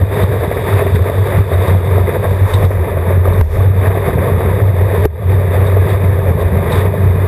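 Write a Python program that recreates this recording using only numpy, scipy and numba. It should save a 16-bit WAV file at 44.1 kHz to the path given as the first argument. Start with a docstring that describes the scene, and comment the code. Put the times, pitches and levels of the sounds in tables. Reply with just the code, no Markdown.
"""Paddleboard on a small wave

Heard from a camera in a waterproof case fixed to the board's nose. Water drums the hollow board
into a low boom, gurgles and slaps along the rails and throws spray at the case. Two hard knocks
make the camera's gain control duck; a thin sizzle rides on top of everything."""
import sys
import numpy as np
from scipy import signal
from scipy.fft import rfft, irfft
from scipy.io import wavfile
from scipy.ndimage import uniform_filter1d, minimum_filter1d
from numba import njit

SR = 44100
rng = np.random.default_rng(int(sys.argv[2]) if len(sys.argv) > 2 else 0)


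def master_out(mix):
    """Clip the mix to full scale and print it as 16-bit PCM to the path in sys.argv[1]."""
    frames = np.transpose(np.atleast_2d(mix))
    ceiling = np.clip(frames, -1, 1)
    pcm = np.round(ceiling * 32767).astype(np.int16)
    wavfile.write(sys.argv[1], SR, pcm)


N = 320607
TIME = np.arange(N) / SR


def undb(db):
    return 10 ** (np.asarray(db) / 20)


def unit_rms(x):
    return x / np.sqrt(np.mean(x ** 2))


def unit_peak(x):
    return x / np.abs(x).max()


def add(track, start_s, sound):
    i = int(start_s * SR)
    track[i:i + len(sound)] += sound[:N - i]


def colour(x, eq, size=8192):
    """Minimum-phase filter through (freq_hz, gain_db) points, so blows ring after they land."""
    freq_hz, gain_db = np.transpose(eq)
    bin_hz = np.arange(size // 2 + 1) * SR / size
    log_gain = np.log(undb(np.interp(np.log(bin_hz + 1), np.log(freq_hz), gain_db)))
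    cepstrum = irfft(log_gain)
    cepstrum[1:size // 2] *= 2
    cepstrum[size // 2 + 1:] = 0
    response = irfft(np.exp(rfft(cepstrum)))
    return signal.fftconvolve(x, response)[:len(x)]


def steady(x, window_s):
    """Hold the slow level at rms 1; keep the quick grain."""
    k = int(window_s * SR / 2) + 1
    return x / np.sqrt(uniform_filter1d(uniform_filter1d(x ** 2, k), k) + 1e-12)


def curve(points):
    return np.interp(TIME, *np.transpose(points))


def swells(rows, rise_share):
    """Gain of lopsided bells (crest_s, length_s, level_db), summed in power."""
    power = np.zeros(N)
    for crest_s, length_s, level_db in rows:
        near = slice(max(int((crest_s - 2 * length_s) * SR), 0), int((crest_s + 2 * length_s) * SR))
        age = (TIME[near] - crest_s) / length_s
        width = np.where(age < 0, rise_share, 1 - rise_share)
        power[near] += undb(level_db) ** 2 * np.exp(-(age / width) ** 2)
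    return np.sqrt(power)


def waver(rate_hz, depth_db):
    """Randomly wandering gain."""
    steps = rng.standard_normal(1024)
    return undb(depth_db * unit_rms(np.interp(TIME * rate_hz, np.arange(len(steps)), steps)))


def impacts(per_s, spread_db):
    """Random clicks of water, many small, a few large."""
    hit = rng.random(N) < per_s / SR
    size = np.minimum(rng.exponential(size=N), 4)
    sign = rng.choice([-1, 1], N)
    return unit_rms(hit * sign * undb(spread_db * size))


def burst(decay_s, size=4096):
    """Noisy patter that swells and fades."""
    age = TIME[:size] / decay_s
    return rng.standard_normal(size) * np.sqrt(age) * np.exp(-age)


def ring(pitch_hz, t60_s):
    """One struck mode."""
    t = TIME[:int(2 * t60_s * SR)]
    return np.sin(2 * np.pi * pitch_hz * t) * undb(-60 * t / t60_s)


def bubble(pitch_hz, cycles, rise):
    """Trapped air: a damped tone that rises as it nears the surface."""
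    life_s = cycles / pitch_hz
    t = TIME[:int(life_s * SR)]
    return np.sin(2 * np.pi * pitch_hz * t * (1 + rise * t / life_s / 2)) * undb(-40 * t / life_s)


def bubble_cloud(low_hz, high_hz, cycles, rise, spread_db, count):
    """Bubbles of random time, size and strength."""
    out = np.zeros(N)
    for when, pitch, weakness, sign in rng.random((count, 4)):
        tone = bubble(low_hz * (high_hz / low_hz) ** pitch, cycles, rise)
        level_db = -spread_db * np.log(weakness + .06)
        add(out, when * N / SR, tone * np.sign(sign - .5) * undb(level_db))
    return unit_rms(out)


# Pitch of the hull's boom, wandering slightly: time_s, pitch_hz
BOOM_PITCH = [(0, 95.44), (0.7, 97.76), (1.0, 91.7), (1.2, 97), (1.8, 92.3), (2.4, 96.75), (2.7, 91.96),
              (3.3, 90.03), (3.7, 95.5), (4.3, 90.34), (4.65, 98.24), (5.0, 91.14), (5.4, 94.5),
              (5.9, 94.8), (6.3, 90.14), (6.8, 94), (7.27, 92)]

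def boom(pressure, phase_noise, level_noise, wander=1.204, flutter_db=1.82):
    """Turbulence drives the hollow board's main resonance and jostles its phase and strength."""
    # a weak ring is upset more than a strong one
    jostle = wander * uniform_filter1d(phase_noise, SR // 100) / (pressure + 0.029) / np.sqrt(SR)
    phase = np.cumsum(2 * np.pi * curve(BOOM_PITCH) / SR + jostle)
    flutter_band = signal.butter(2, [9, 35], "band", fs=SR, output="sos")
    flutter = unit_rms(signal.sosfilt(flutter_band, level_noise))
    return pressure * np.sqrt(2) * np.sin(phase) * undb(flutter_db * flutter)


# Flow under the hull: time_s, relative_db
FLOW_LEVEL = [(0, -26.5), (1.2, -31.5), (1.9, -25), (2.6, -31.5), (3.3, -26.5), (3.8, -28.5), (4.27, -21),
              (4.72, -28), (5.4, -27), (5.9, -28.5), (6.5, -22), (7.27, -26)]
# Churn path to the microphone: freq_hz, gain_db
CHURN_EQ = [(35, -37), (50, -4.5), (64, 7.5), (110, 3), (130, 7.5), (160, 4), (200, 1.5), (250, -14),
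            (320, -11.5), (500, -64)]

def churn(pressure, noise, coupling=0.037):
    """Eddies rumble under the hull."""
    eddies = colour(noise + impacts(per_s=120, spread_db=7.5), CHURN_EQ)
    return undb(curve(FLOW_LEVEL)) * unit_rms(pressure ** coupling) * steady(eddies, window_s=0.37)


# Lifts of the board: crest_s, length_s, relative_db
HEAVES = [(1.18, .15, -28), (2.68, 0.38, -13), (3.52, .2, -3.5), (5.06, 0.13, -19), (6.3, .15, -19)]
# Heave path to the microphone: freq_hz, gain_db
HEAVE_EQ = [(12, -14), (22, -20.5), (34, -19), (43, 18.5), (54, 15), (75, -43)]

def heave(noise):
    """The wave lifts the whole board: a deep rumble swells from a low floor."""
    gain = np.hypot(undb(-41), swells(HEAVES, rise_share=0.72))
    return gain * steady(colour(noise, HEAVE_EQ), window_s=0.11)


# Chop pressing under the hull: crest_s, length_s, level_db
SURGES = [(0.035, 0.031, -4.5), (0.245, 0.018, -6), (0.35, 0.078, -14), (0.75, 0.037, -5.5),
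          (0.95, .04, -7), (1.02, 0.021, -6), (1.2, 0.063, -8), (1.4, 0.071, -5.5), (1.56, 0.066, -9),
          (1.73, 0.041, -6.5), (1.9, 0.088, -15), (2.3, .06, -11.5), (2.43, 0.044, -4), (2.56, 0.035, -5.5),
          (2.66, 0.053, -3.5), (3.18, 0.11, -7), (3.3, .04, -8.5), (3.4, .06, -7.5), (3.68, 0.22, -7),
          (3.89, 0.046, -8.5), (4.34, 0.056, -11), (4.52, 0.12, -13.5), (4.66, 0.081, -6.5),
          (4.82, 0.079, -9), (5.05, 0.095, -12), (5.31, 0.16, -8.5), (5.47, 0.063, -13.5),
          (5.62, 0.099, -9), (5.78, 0.11, -6.5), (5.93, 0.045, -10.5), (6.08, 0.13, -8.5),
          (6.3, 0.058, -7.5), (6.45, 0.033, -8.5), (6.59, 0.054, -11.5), (6.78, 0.025, -5),
          (6.88, 0.059, -15), (7.07, .06, -5.5), (7.18, 0.15, -13.5)]

def hull(rest_db=-17):
    """Water pressure swells the boom; the wave churns and heaves beneath it."""
    rest = undb(rest_db) * waver(rate_hz=24, depth_db=3.0)
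    pressure = np.hypot(rest, swells(SURGES, rise_share=0.481))
    phase_noise, churn_noise, heave_noise, level_noise = rng.standard_normal((4, N))
    return (boom(pressure, phase_noise, level_noise)
            + undb(6.5) * churn(pressure, churn_noise)
            + undb(-11) * heave(heave_noise))


# Gurgle path to the microphone: freq_hz, gain_db
GURGLE_EQ = [(130, -38), (250, -7), (320, -13), (395, 3.5), (480, 1), (570, -1), (680, -3.5), (780, -17),
             (1100, -62)]

def gurgle(falling):
    """Falling water and big bubbles."""
    bubbles = bubble_cloud(low_hz=298, high_hz=820, cycles=15.7, rise=0.07, spread_db=1.5, count=1000)
    water = unit_rms(colour(falling, GURGLE_EQ))
    air = unit_rms(colour(bubbles, GURGLE_EQ))
    return steady(water + undb(-2.5) * air, window_s=0.073)


# Splash path to the microphone: freq_hz, gain_db
SPLASH_EQ = [(450, -13), (760, -5.5), (900, 3.5), (1200, 1.5), (1400, -8.5), (1620, -2), (1850, -0.5),
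             (2500, -8.5), (2750, -23), (3200, -24.5), (4200, -64.5)]

def splash(falling):
    """Sheets of water land among small bubbles."""
    bubbles = bubble_cloud(low_hz=754, high_hz=2755, cycles=32.5, rise=0.16, spread_db=4.5, count=1800)
    sheets = impacts(per_s=5000, spread_db=2.0)
    water = unit_rms(colour(falling + sheets, SPLASH_EQ))
    air = unit_rms(colour(bubbles, SPLASH_EQ))
    return steady(water + undb(-4) * air, window_s=0.1)


# Spray path to the microphone: freq_hz, gain_db
SPRAY_EQ = [(2200, -0.5), (3200, -4.5), (3520, 9), (3760, 8), (4050, -10.5), (4750, -7), (5900, -25),
            (7250, -12.5), (7850, -18), (15000, -30.5)]

def spray(falling):
    """Fine droplets patter on the case."""
    mist = impacts(per_s=3500, spread_db=0.5)
    return steady(colour(0.063 * falling + mist, SPRAY_EQ), window_s=0.24)


# Bow wave folds: crest_s, length_s, gurgle_relative_db, splash_relative_db
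FOLDS = [(0.221, 0.044, -18, -23.5), (0.34, 0.067, -20, -30), (0.445, 0.03, -15.5, -26),
         (0.694, 0.053, -20, -22), (0.79, 0.085, -17, -21), (0.988, 0.036, -18.5, -33),
         (1.082, 0.041, -21, -24.5), (1.367, 0.12, -20, -24.5), (1.54, 0.036, -19, -24.5),
         (1.696, 0.067, -19, -21.5), (1.967, 0.11, -19.5, -25.5), (2.088, .03, -19, -26),
         (2.155, 0.032, -19, -25), (2.249, 0.031, -15, -23), (2.52, 0.15, -35, -24),
         (2.646, 0.045, -16, -24), (3.097, .08, -26, -28), (3.271, .04, -21, -34), (3.361, 0.12, -21, -28),
         (3.865, 0.058, -19, -22), (4.077, 0.051, -20, -23), (4.28, .13, -17.5, -24.5),
         (4.459, 0.12, -19.5, -25.5), (4.609, .05, -18.5, -26.5), (4.948, 0.1, -18.5, -26.5),
         (5.05, 0.031, -17, -27), (5.187, 0.054, -22, -30), (5.427, .12, -23.5, -32.5),
         (5.65, 0.13, -19.5, -26.5), (5.934, 0.074, -24, -28), (6.288, .05, -18, -28),
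         (6.411, 0.062, -20, -31), (6.572, 0.051, -21, -29.5), (6.77, 0.13, -19.5, -21.5)]
# Spray thrown over the case: crest_s, length_s, relative_db
SHOWERS = [(0.75, 0.18, -41), (0.96, 0.026, -37), (1.69, 0.055, -45), (5.92, 0.057, -38.5),
           (6.42, 0.027, -41), (6.78, 0.083, -34)]
# Mist on the case, thinner once the nose lifts: time_s, relative_db
MIST_LEVEL = [(0, -43.5), (0.7, -41.5), (2.55, -43.5), (2.8, -48.5), (3.5, -45), (4.8, -45.5), (5.2, -44),
              (6.2, -47), (7.27, -46.5)]

def wash(rise_share=0.6, spray_per_fold_db=-20.5):
    """Each fold of the bow wave lifts gurgle, splash and spray above a restless floor."""
    folds = np.array(FOLDS)
    ripple = waver(rate_hz=22, depth_db=1.54)
    pouring = swells(folds[:, [0, 1, 2]], rise_share)
    landing = swells(folds[:, [0, 1, 3]], rise_share)
    thrown = np.hypot(undb(spray_per_fold_db) * landing, swells(SHOWERS, rise_share))
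    falling = impacts(per_s=2400, spread_db=2.5)
    return (undb(0.56) * np.hypot(undb(-22.5) * ripple, pouring) * gurgle(falling)
            + undb(-0.6) * np.hypot(undb(-28.5) * ripple, landing) * splash(falling)
            + undb(2.1) * np.hypot(undb(curve(MIST_LEVEL)) * ripple, thrown) * spray(falling))


# Water hitting the rails: start_s, peak_db, crack_relative_db
SLAPS = [(0.111, -12, -20), (0.211, -19, -19), (0.339, -9, -16), (0.442, -15, -7), (0.513, -4, -15.5),
         (0.568, -9.5, -8), (0.592, -10, -13), (0.824, -6.5, -18), (0.865, -4.5, -12.5), (0.954, -13, -1),
         (1.059, -10, -15), (1.098, -6, -22), (1.32, -11, -7), (1.517, -10, -13), (1.685, -17, -16),
         (1.981, -2, -26), (2.091, -9, -6.5), (2.167, -7, -21), (2.254, -13, -7), (2.629, -5.5, -15),
         (2.71, -4.5, -11), (2.972, -10.5, -9), (3.109, -5.5, -26), (3.277, -8.5, -15), (3.57, -8, -23),
         (3.906, -9, -6.5), (3.954, -9, -11), (3.972, -5.5, -15), (4.087, -2.5, -23), (4.181, -6.5, -11.5),
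         (4.491, -13, -6), (4.811, -7, -12), (5.223, -11.5, -17), (5.77, -4.5, -20), (5.824, -11, -21),
         (6.19, -10, -27), (6.854, -9, -10.5), (6.94, -7.5, -23)]

def slaps(mean_lead_s=0.00467, touch_db=-3.5):
    """A lump of water touches, then lands with a dull push and a wet crack."""
    out = np.zeros(N)
    push = unit_peak(colour(signal.unit_impulse(4096), GURGLE_EQ))
    for start_s, peak_db, crack_db in SLAPS:
        lead_s = mean_lead_s * (.5 + rng.random())
        touch = unit_peak(colour(burst(decay_s=0.00092), GURGLE_EQ))
        crack = unit_peak(colour(burst(decay_s=0.0098), SPLASH_EQ))
        add(out, start_s - lead_s, undb(peak_db + touch_db) * touch)
        add(out, start_s, undb(peak_db) * (push + undb(crack_db) * crack))
    return out


# Bright ticks (drops on the case, crackle on the loudest booms): start_s, relative_db
TICKS = [(0.2289, -26), (0.9496, -27), (1.5325, -26), (1.6706, -26), (2.535, -14.5), (2.6464, -22),
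         (3.3295, -27), (5.666, -25), (5.8972, -31), (6.7181, -19)]

def ticks(spatter_db=-7, lens_db=-3):
    """A short bright spatter with a ring at the lens cover's pitch."""
    out = np.zeros(N)
    lens_mode = ring(pitch_hz=3710, t60_s=0.036)
    for start_s, relative_db in TICKS:
        spatter = unit_peak(colour(burst(decay_s=0.011), SPRAY_EQ))
        lens = unit_peak(np.convolve(burst(decay_s=0.006), lens_mode))
        add(out, start_s, undb(relative_db + spatter_db) * spatter)
        add(out, start_s, undb(relative_db + lens_db) * lens)
    return out


# Hull bumping on chop: start_s, peak_db
BUMPS = [(0.232, -3.5), (0.946, -3), (1.379, -2.5), (1.71, -5.5), (2.632, -5), (5.927, -10), (7.052, -4.5)]

def bumps():
    """One push of chop gives a short hollow thump."""
    out = np.zeros(N)
    thump = unit_peak(colour(signal.unit_impulse(4096), CHURN_EQ))
    for start_s, peak_db in BUMPS:
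        add(out, start_s, undb(peak_db) * thump)
    return out


# Air pockets beside the rail: start_s, pitch_hz, peak_db
PLOPS = [(0.511, 520, -15), (0.727, 1244, -10), (0.795, 580, -5), (0.812, 620, -13), (0.864, 474, -17),
         (2.085, 490, -17), (2.248, 450, -9), (3.255, 1187, -10.5), (3.283, 905, -13), (3.325, 1040, -11.5)]

def plops():
    """Single large bubbles ring above the wash."""
    out = np.zeros(N)
    for start_s, pitch_hz, peak_db in PLOPS:
        add(out, start_s, undb(peak_db) * bubble(pitch_hz, cycles=17, rise=0.1))
    return out


# Blows through the camera mount: start_s, thud_db, ring_db, smack_db
KNOCKS = [(3.413, 7.5, 1.5, -11.5), (5.055, 5.5, 18.5, -10)]

def knocks(smack_s=0.00422):
    """A wet smack, then the blow thuds in the hull and rings the case."""
    out = np.zeros(N)
    for start_s, thud_db, ring_db, smack_db in KNOCKS:
        smack = unit_peak(colour(burst(smack_s), SPLASH_EQ))
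        add(out, start_s - smack_s, undb(smack_db) * smack)
        add(out, start_s, undb(thud_db) * ring(pitch_hz=78, t60_s=0.33))
        add(out, start_s, undb(ring_db) * ring(pitch_hz=408, t60_s=0.032))
    return out


def scene():
    """All sources reach one microphone through the board and the case."""
    return (hull() + wash() + slaps() + ticks() + bumps() + plops() + knocks())[None]


@njit
def follow_peaks(x, attack_s, release_s):
    attack, release = 1 / (1 + attack_s * SR), 1 / (1 + release_s * SR)
    out, level = np.empty(len(x)), 0.
    for i in range(len(x)):
        level += (abs(x[i]) - level) * (attack if abs(x[i]) > level else release)
        out[i] = level
    return out


def gain_control(x, threshold=0.8, hold_s=0.043):
    """Ducks on loud peaks, holds, recovers."""
    envelope = follow_peaks(x, attack_s=0.0012, release_s=0.1)
    gain = np.minimum(1, threshold / (envelope + 1e-9))
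    half_hold = int(hold_s * SR / 2)
    return x * minimum_filter1d(gain, 2 * half_hold + 1, origin=half_hold)


def sizzle(x, mirror_hz=12000):
    """The signal's slope, mirrored about a high carrier."""
    return np.gradient(x) * 2 * np.cos(2 * np.pi * mirror_hz * TIME)


def record(dry, sizzle_db=-4, ceiling=0.74, knee=14, cutoff_hz=14500):
    """Gain control, sizzle, soft clip, low-pass."""
    ducked = gain_control(dry[0])
    bright = ducked + undb(sizzle_db) * sizzle(ducked)
    clipped = bright / (1 + np.abs(bright / ceiling) ** knee) ** (1 / knee)
    low_pass = signal.ellip(10, .2, 80, cutoff_hz, fs=SR, output="sos")
    return signal.sosfilt(low_pass, clipped)[None]


dry = scene()
out = record(dry)
master_out(out)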